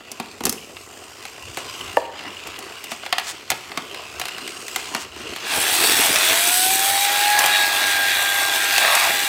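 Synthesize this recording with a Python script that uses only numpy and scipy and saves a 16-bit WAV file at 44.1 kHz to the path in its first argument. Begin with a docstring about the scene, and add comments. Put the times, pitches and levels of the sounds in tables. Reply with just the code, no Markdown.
"""A quiet gear drive whirrs over a low house murmur, with plastic clicks, soft thuds and scuffs, heard from
above. A button thocks on a hollow shell; then a small robot vacuum's suction starts on a tiled floor: rushing
air, ticking foam beads, a buzzing motor, a rising whine and a chattering shell. Rubbing and flow are shaped
noise, blows are decaying noise bands, the lid is a sum of decaying modes, and the whine is a tone with its
octave."""
import sys
import numpy as np
from scipy import signal
from scipy.fft import rfft, irfft
from scipy.io import wavfile
from scipy.ndimage import map_coordinates

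SR = 44100
rng = np.random.default_rng(int(sys.argv[2]) if len(sys.argv) > 2 else 0)


def log_audio(samples):
    """Write samples as a 16-bit WAV file to the path given in sys.argv[1]."""
    # one column per channel
    frames = np.atleast_2d(samples).T
    # limit to full scale, then quantise
    limited = np.clip(frames, -1, 1)
    pcm = np.round(limited * 32767).astype(np.int16)
    wavfile.write(sys.argv[1], SR, pcm)


N = 409248
TIME = np.arange(N) / SR


def undb(db):
    """Logarithmic level: decibels to amplitude gain."""
    return 10 ** (np.asarray(db) / 20)


def unit(x):
    """Normalisation: scale to rms 1."""
    return x / np.sqrt(np.mean(x ** 2) + 1e-18)


def curves(table):
    """Linear interpolation: each column of a table as a line through time."""
    s, *columns = np.transpose(table)
    return [np.interp(TIME, s, column) for column in columns]


def noise():
    """White noise: equal power at every frequency."""
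    return rng.standard_normal(N)


def colour(x, points):
    """Spectral shaping: weight x by (pitch_hz, level_db) points with steep outer skirts; rms 1."""
    hz, db = np.transpose(points)
    octave = np.log2(np.maximum(np.fft.rfftfreq(N, 1 / SR), 1))
    known = np.log2(hz)
    octaves_outside = np.abs(octave - np.clip(octave, known[0], known[-1]))
    gain = undb(np.interp(octave, known, db) - 59 * octaves_outside)
    return unit(irfft(rfft(x) * gain, N))


def resonance(x, hz, width_hz):
    """Resonance: a single mode with gain 1 at its centre."""
    return signal.lfilter(*signal.iirpeak(hz, hz / width_hz, fs=SR), x)


def walk(rate):
    """Random modulation: smooth chance of spread near 1, drawn anew rate times a second."""
    return 1.2 * np.interp(TIME * rate, np.arange(4096), rng.standard_normal(4096))


def turns(hz):
    """Phase accumulation: the angle in radians of something spinning at hz."""
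    return 2 * np.pi * np.cumsum(hz) / SR


def grains(rate, spread_db, ring_s):
    """Random impacts: tiny blows of uneven size, each smeared by a short ring; rms 1."""
    hits = 1. * (rng.random(N) < rate / SR)
    size = np.minimum(rng.exponential(size=N), 4)
    hits[hits > 0] = undb(spread_db * size[hits > 0])
    energy = signal.lfilter([1], [1, -np.exp(-2 / (ring_s * SR))], hits ** 2)
    return unit(np.sqrt(energy) * noise())


def fade(t, t60):
    """Exponential damping: decay by 60 dB in t60 seconds."""
    return np.exp(-np.log(1000) * t / t60)


def add(track, s, sound):
    """Superposition: mix a sound in at time s."""
    i = max(int(s * SR), 0)
    track[i:i + len(sound)] += sound[:N - i]


def since(s):
    """Elapsed time: seconds gone by since s; zero before."""
    return np.maximum(TIME - s, 0)


def ramp(s, length_s):
    """Linear onset: rise evenly from 0 to 1, starting at s."""
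    return np.minimum(since(s) / length_s, 1)


def bell(s, spread_s):
    """Gaussian envelope: a smooth rise and fall around time s, 1 at its top."""
    out = np.zeros(N)
    near = np.abs(TIME - s) < 5 * spread_s
    out[near] = np.exp(-.5 * ((TIME[near] - s) / spread_s) ** 2)
    return out


def swells(table):
    """Amplitude envelope: a bell at each (centre_s, spread_s, level_db)."""
    return sum(undb(db) * bell(s, spread) for s, spread, db in table)


def patchy(x, patchy_db, patch_hz, patch_s):
    """Time-frequency modulation: narrow bands swell and fade at random, each on its own."""
    hz, s, cells = signal.stft(x, SR, nperseg=1024)
    chance = rng.standard_normal((400, 800))
    places = np.meshgrid(hz / patch_hz, s / patch_s, indexing="ij")
    gain = undb(patchy_db * unit(map_coordinates(chance, places, order=1, mode="mirror")))
    return signal.istft(cells * unit(gain), SR)[1][:N]


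def room(x, wet_db, low_t60=0.49, high_t60=0.46):
    """Reverberation: tiles and walls add a short diffuse tail, duller as it fades."""
    t = np.arange(SR // 2) / SR
    scatter = rng.standard_normal(len(t))
    low = signal.sosfilt(signal.butter(1, 3000, fs=SR, output="sos"), scatter)
    tail = low * fade(t, low_t60) + 0.29 * (scatter - low) * fade(t, high_t60)
    tail = tail * np.minimum(t / 0.0019, 1)
    tail = tail / np.sqrt(np.sum(tail ** 2))
    return x + undb(wet_db) * signal.fftconvolve(x, tail)[:N]


# spectrum of the house murmur: pitch_hz [Hz], level_db [dB, relative]
HOUSE_SPECTRUM = [(25, -32), (40, -17), (55, -9), (70, -1.5), (100, 1.5), (125, -5.5), (200, -11.5),
                  (500, -3.5), (2000, -39), (16000, -32)]


def house_murmur():
    """Broadband background: low shaped noise whose level wanders slowly."""
    return colour(noise(), HOUSE_SPECTRUM) * undb(-52.5 + 2 * walk(4.5))


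# quiet gear drive, louder as it comes near: time_s [s], whirr_db [dB], scratch_db [dB], before the fainter moments
DRIVE_LEVELS = [(0.0, -44, -52.5), (0.8, -46.5, -48), (1.5, -40, -46.5), (1.8, -35, -41.5), (2.2, -37, -49),
                (2.8, -37.5, -45.5), (3.4, -43, -48.5), (4.1, -38, -46), (4.8, -34.5, -39.5),
                (5.25, -34.5, -46), (5.5, -33, -40)]
# spectrum of the gear teeth in their housing: pitch_hz [Hz], level_db [dB, relative]
GEAR_SPECTRUM = [(590, -70), (1000, 4), (1830, -4.5), (2780, 5.5), (4170, -8.5), (4840, -3.5), (5830, -9),
                 (7700, -9.5), (9490, -17.5), (14600, -22), (16000, -26)]
# spectrum of the rolling wheels: pitch_hz [Hz], level_db [dB, relative]
ROLL_SPECTRUM = [(76, -43), (130, -12.5), (264, -4), (399, 1.5), (525, -8), (582, -4.5), (715, -1),
                 (848, -5.5), (1040, -6), (1830, -11.5), (2000, -4.5), (2600, -34), (4400, -120)]
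# moments when the whirr is heard more faintly: centre_s [s], spread_s [s], depth_db [dB]
FAINTER_MOMENTS = [(0.032, .06, 2), (2.09, .06, 6.5), (3.456, 0.035, 2.5), (5.105, 0.039, 8.5)]
DRIVE_USUAL_DB = -36
ROLL_DB, ROLL_FOLLOW = -40.5, 0.64  # rolling when the whirr is at DRIVE_USUAL_DB; dB per dB of whirr


def drive(mesh_hz=68, mesh_depth=0.23):
    """Gear-mesh modulation: teeth scratch in a ringing housing while wheels roll over the tiles."""
    whirr_db, scratch_db = curves(DRIVE_LEVELS)
    roll_db = ROLL_DB + ROLL_FOLLOW * (whirr_db - DRIVE_USUAL_DB)
    fainter_db = sum(depth * bell(s, spread) for s, spread, depth in FAINTER_MOMENTS)

    mesh = 1 + mesh_depth * np.cos(turns(mesh_hz * (1 + 0.1443 * walk(5.7))))
    ticks = grains(350, 2.8, .002)
    teeth = colour(mesh * (noise() + 0.77 * ticks), GEAR_SPECTRUM)
    scratch = signal.sosfilt(signal.butter(3, 6000, "high", fs=SR, output="sos"), teeth)
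    whirr = signal.sosfilt(signal.butter(3, 5600, "low", fs=SR, output="sos"), teeth)

    # the housing's resonances come and go as the contact shifts
    pings = unit(resonance(grains(45, 3, .004), 2830, 200))
    whirr = unit(whirr + 0.6 * undb(5 * walk(6)) * resonance(whirr, 4100, 300))
    whirr = whirr + undb(-7 + 2.8 * walk(5)) * pings
    whirr = whirr * undb(1.2 * walk(22))
    scratch = scratch + 0.42 * undb(5.2 * walk(4)) * resonance(scratch, 8460, 600)

    bumps = grains(140, 2.6, .006)
    roll = colour(noise() + 1.4 * bumps, ROLL_SPECTRUM)
    roll = roll + 0.3 * resonance(roll, 450, 160)
    roll = unit(roll) * undb(1.5 * walk(11))

    sound = unit(whirr) * undb(whirr_db) + unit(scratch) * undb(scratch_db) + roll * undb(roll_db)
    return sound * undb(-fainter_db) * (1 - ramp(5.39, 0.24))


# plastic clicks and bumps: start_s [s], level_db [dB before the shell's resonances],
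# hardness_db [dB of tilt per band], hollowness_db [dB taken off the outer bands]
KNOCKS = [(0.116, -42.5, 5, -5), (0.199, -29.5, -2, 2), (0.406, -34, -4, 1.5), (0.437, -33, 0, -2),
          (0.453, -28.5, 3.5, -8), (0.466, -27, -1, -2.5), (0.494, -35.5, 4.5, -11),
          (0.525, -38, 2.5, -7.5), (0.767, -40, 8, 22), (1.252, -37, 4.5, 7), (1.571, -30, 0.5, 3),
          (2.472, -41, 2.5, -1.5), (2.589, -41.5, 3.5, -1.5), (2.84, -41, 11, 8.5), (2.917, -29, 1, 7),
          (3.033, -34.5, -1, 17), (3.062, -32, 5, 15), (3.126, -18.5, 3.5, 13.5), (3.182, -22.5, 6.5, 15),
          (3.196, -32.5, 4, 8), (3.502, -24, 8, 6), (3.516, -24.5, 1.5, 9), (3.717, -36.5, 6, 21),
          (3.774, -24.5, 0, 6), (3.945, -35, 4, 11), (4.197, -32, 4, 1.5), (4.214, -28.5, 6, 12),
          (4.254, -32, 5.5, 8.5), (4.283, -34.5, 5.5, 8), (4.381, -38, 9, 16), (4.476, -37, 11.5, 17),
          (4.681, -37, 10, 11), (4.76, -26, 5.5, 5.5), (4.948, -23.5, 1, 5), (4.962, -37.5, 3, 5),
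          (5.361, -33.5, 4.5, 9), (5.838, -24.5, 4, 2), (6.158, -22.5, 6.5, 6), (7.39, -24.5, 7, 1.5),
          (7.438, -25, 1, 9), (7.46, -29, 10, 4.5), (8.78, -21.5, 8.5, 10.5), (8.951, -26.5, 11, 6.5),
          (9.09, -27, -1, 11)]
# bands in which the plastic rings: low_hz [Hz], high_hz [Hz]
KNOCK_BANDS = [(140, 450), (560, 1500), (1500, 4800), (5000, 16000)]
KNOCK_RING_S = 0.033  # t60 of the plastic, before each band's own factor


def knocks(snap_s=0.0052, rattle_db=-8, rise_s=0.00079, dull_hz=6500):
    """Impact excitation: each blow snaps, then the plastic rings densely; the treble dies first."""
    out, t = np.zeros(N), np.arange(SR // 8) / SR
    attack = t < .012
    filters = [signal.butter(4, band, "band", fs=SR, output="sos") for band in KNOCK_BANDS]
    soften = signal.butter(1, dull_hz, fs=SR, output="sos")
    height, outer = np.array([-1.5, -.5, .5, 1.5]), np.array([1, 0, 0, 1])
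    decay_factors = (2.8, 1.46, 1.5, 0.91)
    for s, level_db, hardness_db, hollow_db in KNOCKS:
        levels_db = level_db + hardness_db * height - hollow_db * outer
        for band, db, longer in zip(filters, levels_db, decay_factors):
            push = fade(t, snap_s * longer) + undb(rattle_db) * fade(t, KNOCK_RING_S * longer)
            push = push * (1 - np.exp(-t / rise_s))
            ring = signal.sosfilt(np.vstack([band, soften]), rng.standard_normal(len(t)) * push)
            add(out, s, undb(db) * ring / np.sqrt(np.mean(ring[attack] ** 2)))
    # the shells favour a hollow note and a clack
    hollow = 0.98 * resonance(out, 754, 130)
    clack = 0.3 * resonance(out, 2600, 250) + .5 * resonance(out, 2080, 380)
    return 0.82 * out + hollow + clack


# soft thuds through the floor: centre_s [s], spread_s [s], level_db [dB]
SOFT_THUDS = [(0.48, .035, -42), (1.48, 0.051, -46), (1.87, .03, -45), (2.5, 0.029, -54),
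              (3.52, 0.017, -50), (4.19, 0.059, -50), (5.2, 0.13, -49), (6.93, .04, -50), (7.94, .04, -48)]


def soft_thuds():
    """Soft impact: thuds through the floor carry only bass, so each is a swell of low noise."""
    thud = colour(noise(), [(35, -23), (55, -9), (70, 0), (95, 1), (130, -7)])
    return swells(SOFT_THUDS) * thud


# plastic sliding on plastic: centre_s [s], spread_s [s], level_db [dB]
SLIDES = [(1.59, 0.014, -35.5), (2.923, 0.015, -33.5), (3.252, 0.022, -38), (3.294, 0.015, -25.5),
          (4.786, 0.029, -37), (5.017, 0.02, -35.5)]


def slides():
    """Sliding friction: a rush of tiny impacts makes brief scuffs that swell and stop."""
    spectrum = [(500, -14), (800, 3.5), (3000, 1.5), (5000, 1), (8000, 2.5), (11000, -10), (16000, -14)]
    return swells(SLIDES) * colour(grains(1500, 0.97, 0.0013), spectrum)


# modes of the hollow lid under the button: pitch_hz [Hz], level_db [dB, relative], t60_s [s]
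LID_MODES = [(290, -19, 0.052), (496, -5, 0.043), (592, -5.5, 0.058), (659, -12.5, 0.1), (790, -2.5, 0.028),
             (935, -5.5, 0.06), (1147, -12, 0.046), (1770, -7, 0.027), (2830, -11, 0.011)]
BUTTON_S, BUTTON_DB = 1.970, -2.5


def button(click_db=-11, low_hz=260):
    """Modal synthesis: a finger snaps the switch down and the lid rings, with no bass beneath it."""
    out, t = np.zeros(N), np.arange(SR // 3) / SR
    lid = np.zeros(len(t))
    for k, (hz, db, t60) in enumerate(LID_MODES):
        lid += (-1) ** k * undb(db) * np.sin(2 * np.pi * hz * t) * fade(t, t60)
    click = signal.lfilter([.4], [1, -.6], rng.standard_normal(len(t))) * fade(t, 0.01)
    add(out, BUTTON_S, undb(BUTTON_DB) * (lid + undb(click_db) * click))
    return signal.sosfilt(signal.butter(2, low_hz, "high", fs=SR, output="sos"), out)


# the suction running: time_s [s], air_db [dB], hiss_db [dB, beads and hiss]
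SUCTION_LEVELS = [(5.55, -22.5, -24), (5.85, -20, -20), (6.3, -19.5, -20.5), (6.6, -26.5, -18.5),
                  (7.1, -22.5, -22.5), (7.6, -21.5, -25.5), (8.5, -23, -26), (8.95, -19.5, -24),
                  (9.28, -24.5, -27)]
# spectra of the rushing air, the hiss and the hollow body: pitch_hz [Hz], level_db [dB, relative]
AIR_SPECTRUM = [(900, -42), (1300, -3), (1650, 3.5), (2100, 0.5), (2420, 3.5), (2800, 2.5), (3050, -7),
                (3350, 2.5), (3900, -2.5), (4150, -1), (5300, -8), (7000, -12)]
HISS_SPECTRUM = [(3000, 6.5), (5200, -0.5), (6300, 3.5), (6950, 0.5), (8200, 8), (9600, 1.5), (10600, 3.5),
                 (12100, -2), (12900, 2.5), (14000, -4), (15000, 4.5), (16000, -15)]
BODY_SPECTRUM = [(430, -30), (560, -6), (660, 3), (820, 2.5), (1000, 1), (1200, 0), (1700, -13)]
SUCTION_S, SUCTION_ATTACK_S = 5.39, 0.17  # switched on; time for the air to build up
MOTOR_HZ, GEAR_HZ = 215, 93.1  # turns per second at full speed
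MOTOR_SLOW_SHARE, MOTOR_RUN_UP_S = 0.28, 0.45  # how far below full speed it starts; time constant
BODY_DB, SCRAPE_BODY_DB = -8.5, -8  # hollow body: relative to the air, and to a scrape of the shell


def suction(motor_depth=0.15, gear_depth=0.15, beads_db=-4):
    """Amplitude-modulated turbulence: air and beads are chopped once per turn of the motor and of its gear."""
    air_db, hiss_db = curves(SUCTION_LEVELS)
    speed = 1 - MOTOR_SLOW_SHARE * np.exp(-since(SUCTION_S) / MOTOR_RUN_UP_S)
    speed = speed * (1 + .004 * walk(12))
    motor = motor_depth * np.cos(turns(MOTOR_HZ * speed))
    gear = gear_depth * np.cos(turns(GEAR_HZ * speed))
    chop = 1 + motor + gear

    coarse_beads = undb(beads_db) * grains(900, 4.0, 0.0014)
    air = colour(chop * (noise() + coarse_beads), AIR_SPECTRUM) * undb(air_db + 0.55 * walk(25))
    fine_beads = undb(beads_db) * grains(1000, 4.5, .001)
    hiss = colour(chop * (noise() + fine_beads), HISS_SPECTRUM) * undb(hiss_db + 0.96 * walk(40))

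    body_level = undb(air_db + BODY_DB) + undb(SCRAPE_BODY_DB) * swells(CHATTER)
    body = colour(chop * noise(), BODY_SPECTRUM) * body_level * undb(1.35 * walk(18))
    flow = ramp(SUCTION_S, SUCTION_ATTACK_S)
    return (air + body) * flow + hiss * flow ** 2  # the hiss needs fast air, so it comes last


# spectrum of the wheels' rumble: pitch_hz [Hz], level_db [dB, relative]
WHEEL_SPECTRUM = [(80, -5.5), (140, -10.5), (200, -9.5), (290, 1), (370, 3), (460, 1.5), (650, -15.5)]
# the wheels judder on the tiles: centre_s [s], spread_s [s], level_db [dB]
JUDDERS = [(5.585, 0.0067, -26), (5.84, 0.025, -35), (5.9, 0.013, -36), (6.0, 0.0074, -27.5),
           (6.11, 0.016, -29), (6.315, 0.02, -34)]
WHEELS_START_DB, WHEELS_DB, WHEELS_SETTLE_S = -33.5, -42.5, 0.95  # they rumble hardest as they set off


def wheel_rumble():
    """Rolling contact: a train of small impacts settles in level and surges when the wheels judder."""
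    settling = np.exp(-since(SUCTION_S) / WHEELS_SETTLE_S)
    wheels_db = WHEELS_DB + (WHEELS_START_DB - WHEELS_DB) * settling
    rumble = colour(grains(300, 1, 0.0055), WHEEL_SPECTRUM)
    return rumble * (undb(wheels_db) + swells(JUDDERS)) * ramp(SUCTION_S, SUCTION_ATTACK_S)


FAN_START_S, FAN_FREE_HZ, FAN_SPIN_UP_S = 5.573, 854.4, 0.512  # the fan spins up towards its free speed
FAN_LOAD_S, FAN_LOADED_HZ, FAN_SETTLE_S = 7.49, 798.4, 0.38  # then sags under load
FAN_EASE_S, FAN_EASE_HZ, FAN_EASE_TIME_S = 8.89, 10.2, 0.1  # and gains FAN_EASE_HZ as the load eases


def fan_hz():
    """Exponential speed response: the fan spins up, sags under load and picks up a little at the end."""
    spin_s = np.minimum(since(FAN_START_S), FAN_LOAD_S - FAN_START_S)
    free = FAN_FREE_HZ * (1 - np.exp(-spin_s / FAN_SPIN_UP_S))
    load = 1 - np.exp(-since(FAN_LOAD_S) / FAN_SETTLE_S)
    return free + load * (FAN_LOADED_HZ - free) + FAN_EASE_HZ * ramp(FAN_EASE_S, FAN_EASE_TIME_S)


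# modes of the housing near its outlet: pitch_hz [Hz], width_hz [Hz], level_db [dB, relative]
OUTLET_MODES = [(1937, 270, 0.5), (2370, 85, 0.5), (3434, 150, -1), (3817, 120, 5.5)]
OUTLET_DB, OUTLET_RISE_S = -29.5, 0.68  # the housing's ring, and the build-up of ring and jet
JET_ORDER, JET_DB = 16, -13  # the exhaust hiss centres on this multiple of the fan's pitch; dB re the hiss


def outlet(jet_spread_hz=550):
    """Flow-excited resonance: exhaust air rings the housing and hisses through a slot, brighter with fan speed."""
    ring = np.zeros(N)
    for hz, width_hz, db in OUTLET_MODES:
        mode = resonance(resonance(noise(), hz, width_hz), hz, width_hz)
        ring += undb(db + 2.5 * walk(7)) * mode
    _, hiss_db = curves(SUCTION_LEVELS)
    # slow noise times a sine gives a band of noise around the sine
    flutter = unit(signal.sosfilt(signal.butter(2, jet_spread_hz, fs=SR, output="sos"), noise()))
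    jet = np.sqrt(2) * flutter * np.sin(turns(JET_ORDER * fan_hz()))
    jet = jet * undb(hiss_db + JET_DB + 2 * walk(20))
    return (unit(ring) * undb(OUTLET_DB) + jet) * ramp(FAN_START_S, OUTLET_RISE_S)


# the whine's tones swell and fade as the machine turns: time_s [s], fundamental_db [dB], octave_db [dB]
WHINE_LEVELS = [(5.8, -55, -52), (6.15, -41, -45), (6.35, -33.5, -42), (6.65, -29, -30), (6.9, -26.5, -69),
                (7.1, -25, -37), (7.35, -22.5, -26.5), (7.8, -33.5, -24.5), (8.3, -35.5, -27.5),
                (8.9, -35, -27.5), (9.28, -33.5, -37)]


def whine(waver=0.0033, flutter_db=1.43):
    """Harmonic radiation: the fan's tone and its octave climb with its speed and flutter as the machine turns."""
    phase = turns(fan_hz() * (1 + waver * walk(40)))
    tones = np.zeros(N)
    for harmonic, db in enumerate(curves(WHINE_LEVELS), 1):
        tones += undb(db + flutter_db * walk(13)) * np.sin(harmonic * phase)
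    return np.sqrt(2) * tones * ramp(FAN_START_S, FAN_SPIN_UP_S)


# the shell chatters as the machine scrapes along: centre_s [s], spread_s [s], level_db [dB]
CHATTER = [(6.08, 0.049, -52), (7.42, 0.043, -22), (8.85, 0.024, -21.5), (8.93, .035, -21.5),
           (9.06, 0.041, -26.5)]


def chatter(open_share=0.23):
    """Stick-slip friction: the shell catches on the floor and each slip rings it briefly."""
    cycle = turns(32 * undb(2.5 * walk(30))) / (2 * np.pi) % 1
    slips = noise() * np.exp(-cycle / open_share) * undb(2 * walk(50))
    shell = resonance(slips, 630, 140) + 2.0 * resonance(slips, 1730, 240) + .5 * resonance(slips, 1770, 600)
    return unit(shell) * swells(CHATTER)


def scene():
    """Superposition: knocks and machines sum over the low murmur of the house."""
    house = house_murmur() + soft_thuds()
    gear_drive = patchy(drive(), patchy_db=1.9, patch_hz=259, patch_s=0.08)
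    blows = room(knocks() + slides(), wet_db=-11.5) + room(button(), wet_db=-18, low_t60=0.95)
    rush = patchy(suction() + wheel_rumble() + outlet(), patchy_db=1.67, patch_hz=199.9, patch_s=0.09)
    vacuum = rush + whine() + chatter()
    return (house + gear_drive + blows + vacuum)[None]


TOP_HZ = 15900


def record(dry):
    """Hard clipping and band limiting: the microphone overloads on the highest peaks and the top is cut."""
    clipped = np.clip(dry, -.85, .85)
    return signal.sosfilt(signal.ellip(10, .2, 70, TOP_HZ, fs=SR, output="sos"), clipped)


dry = scene()
out = record(dry)
log_audio(out)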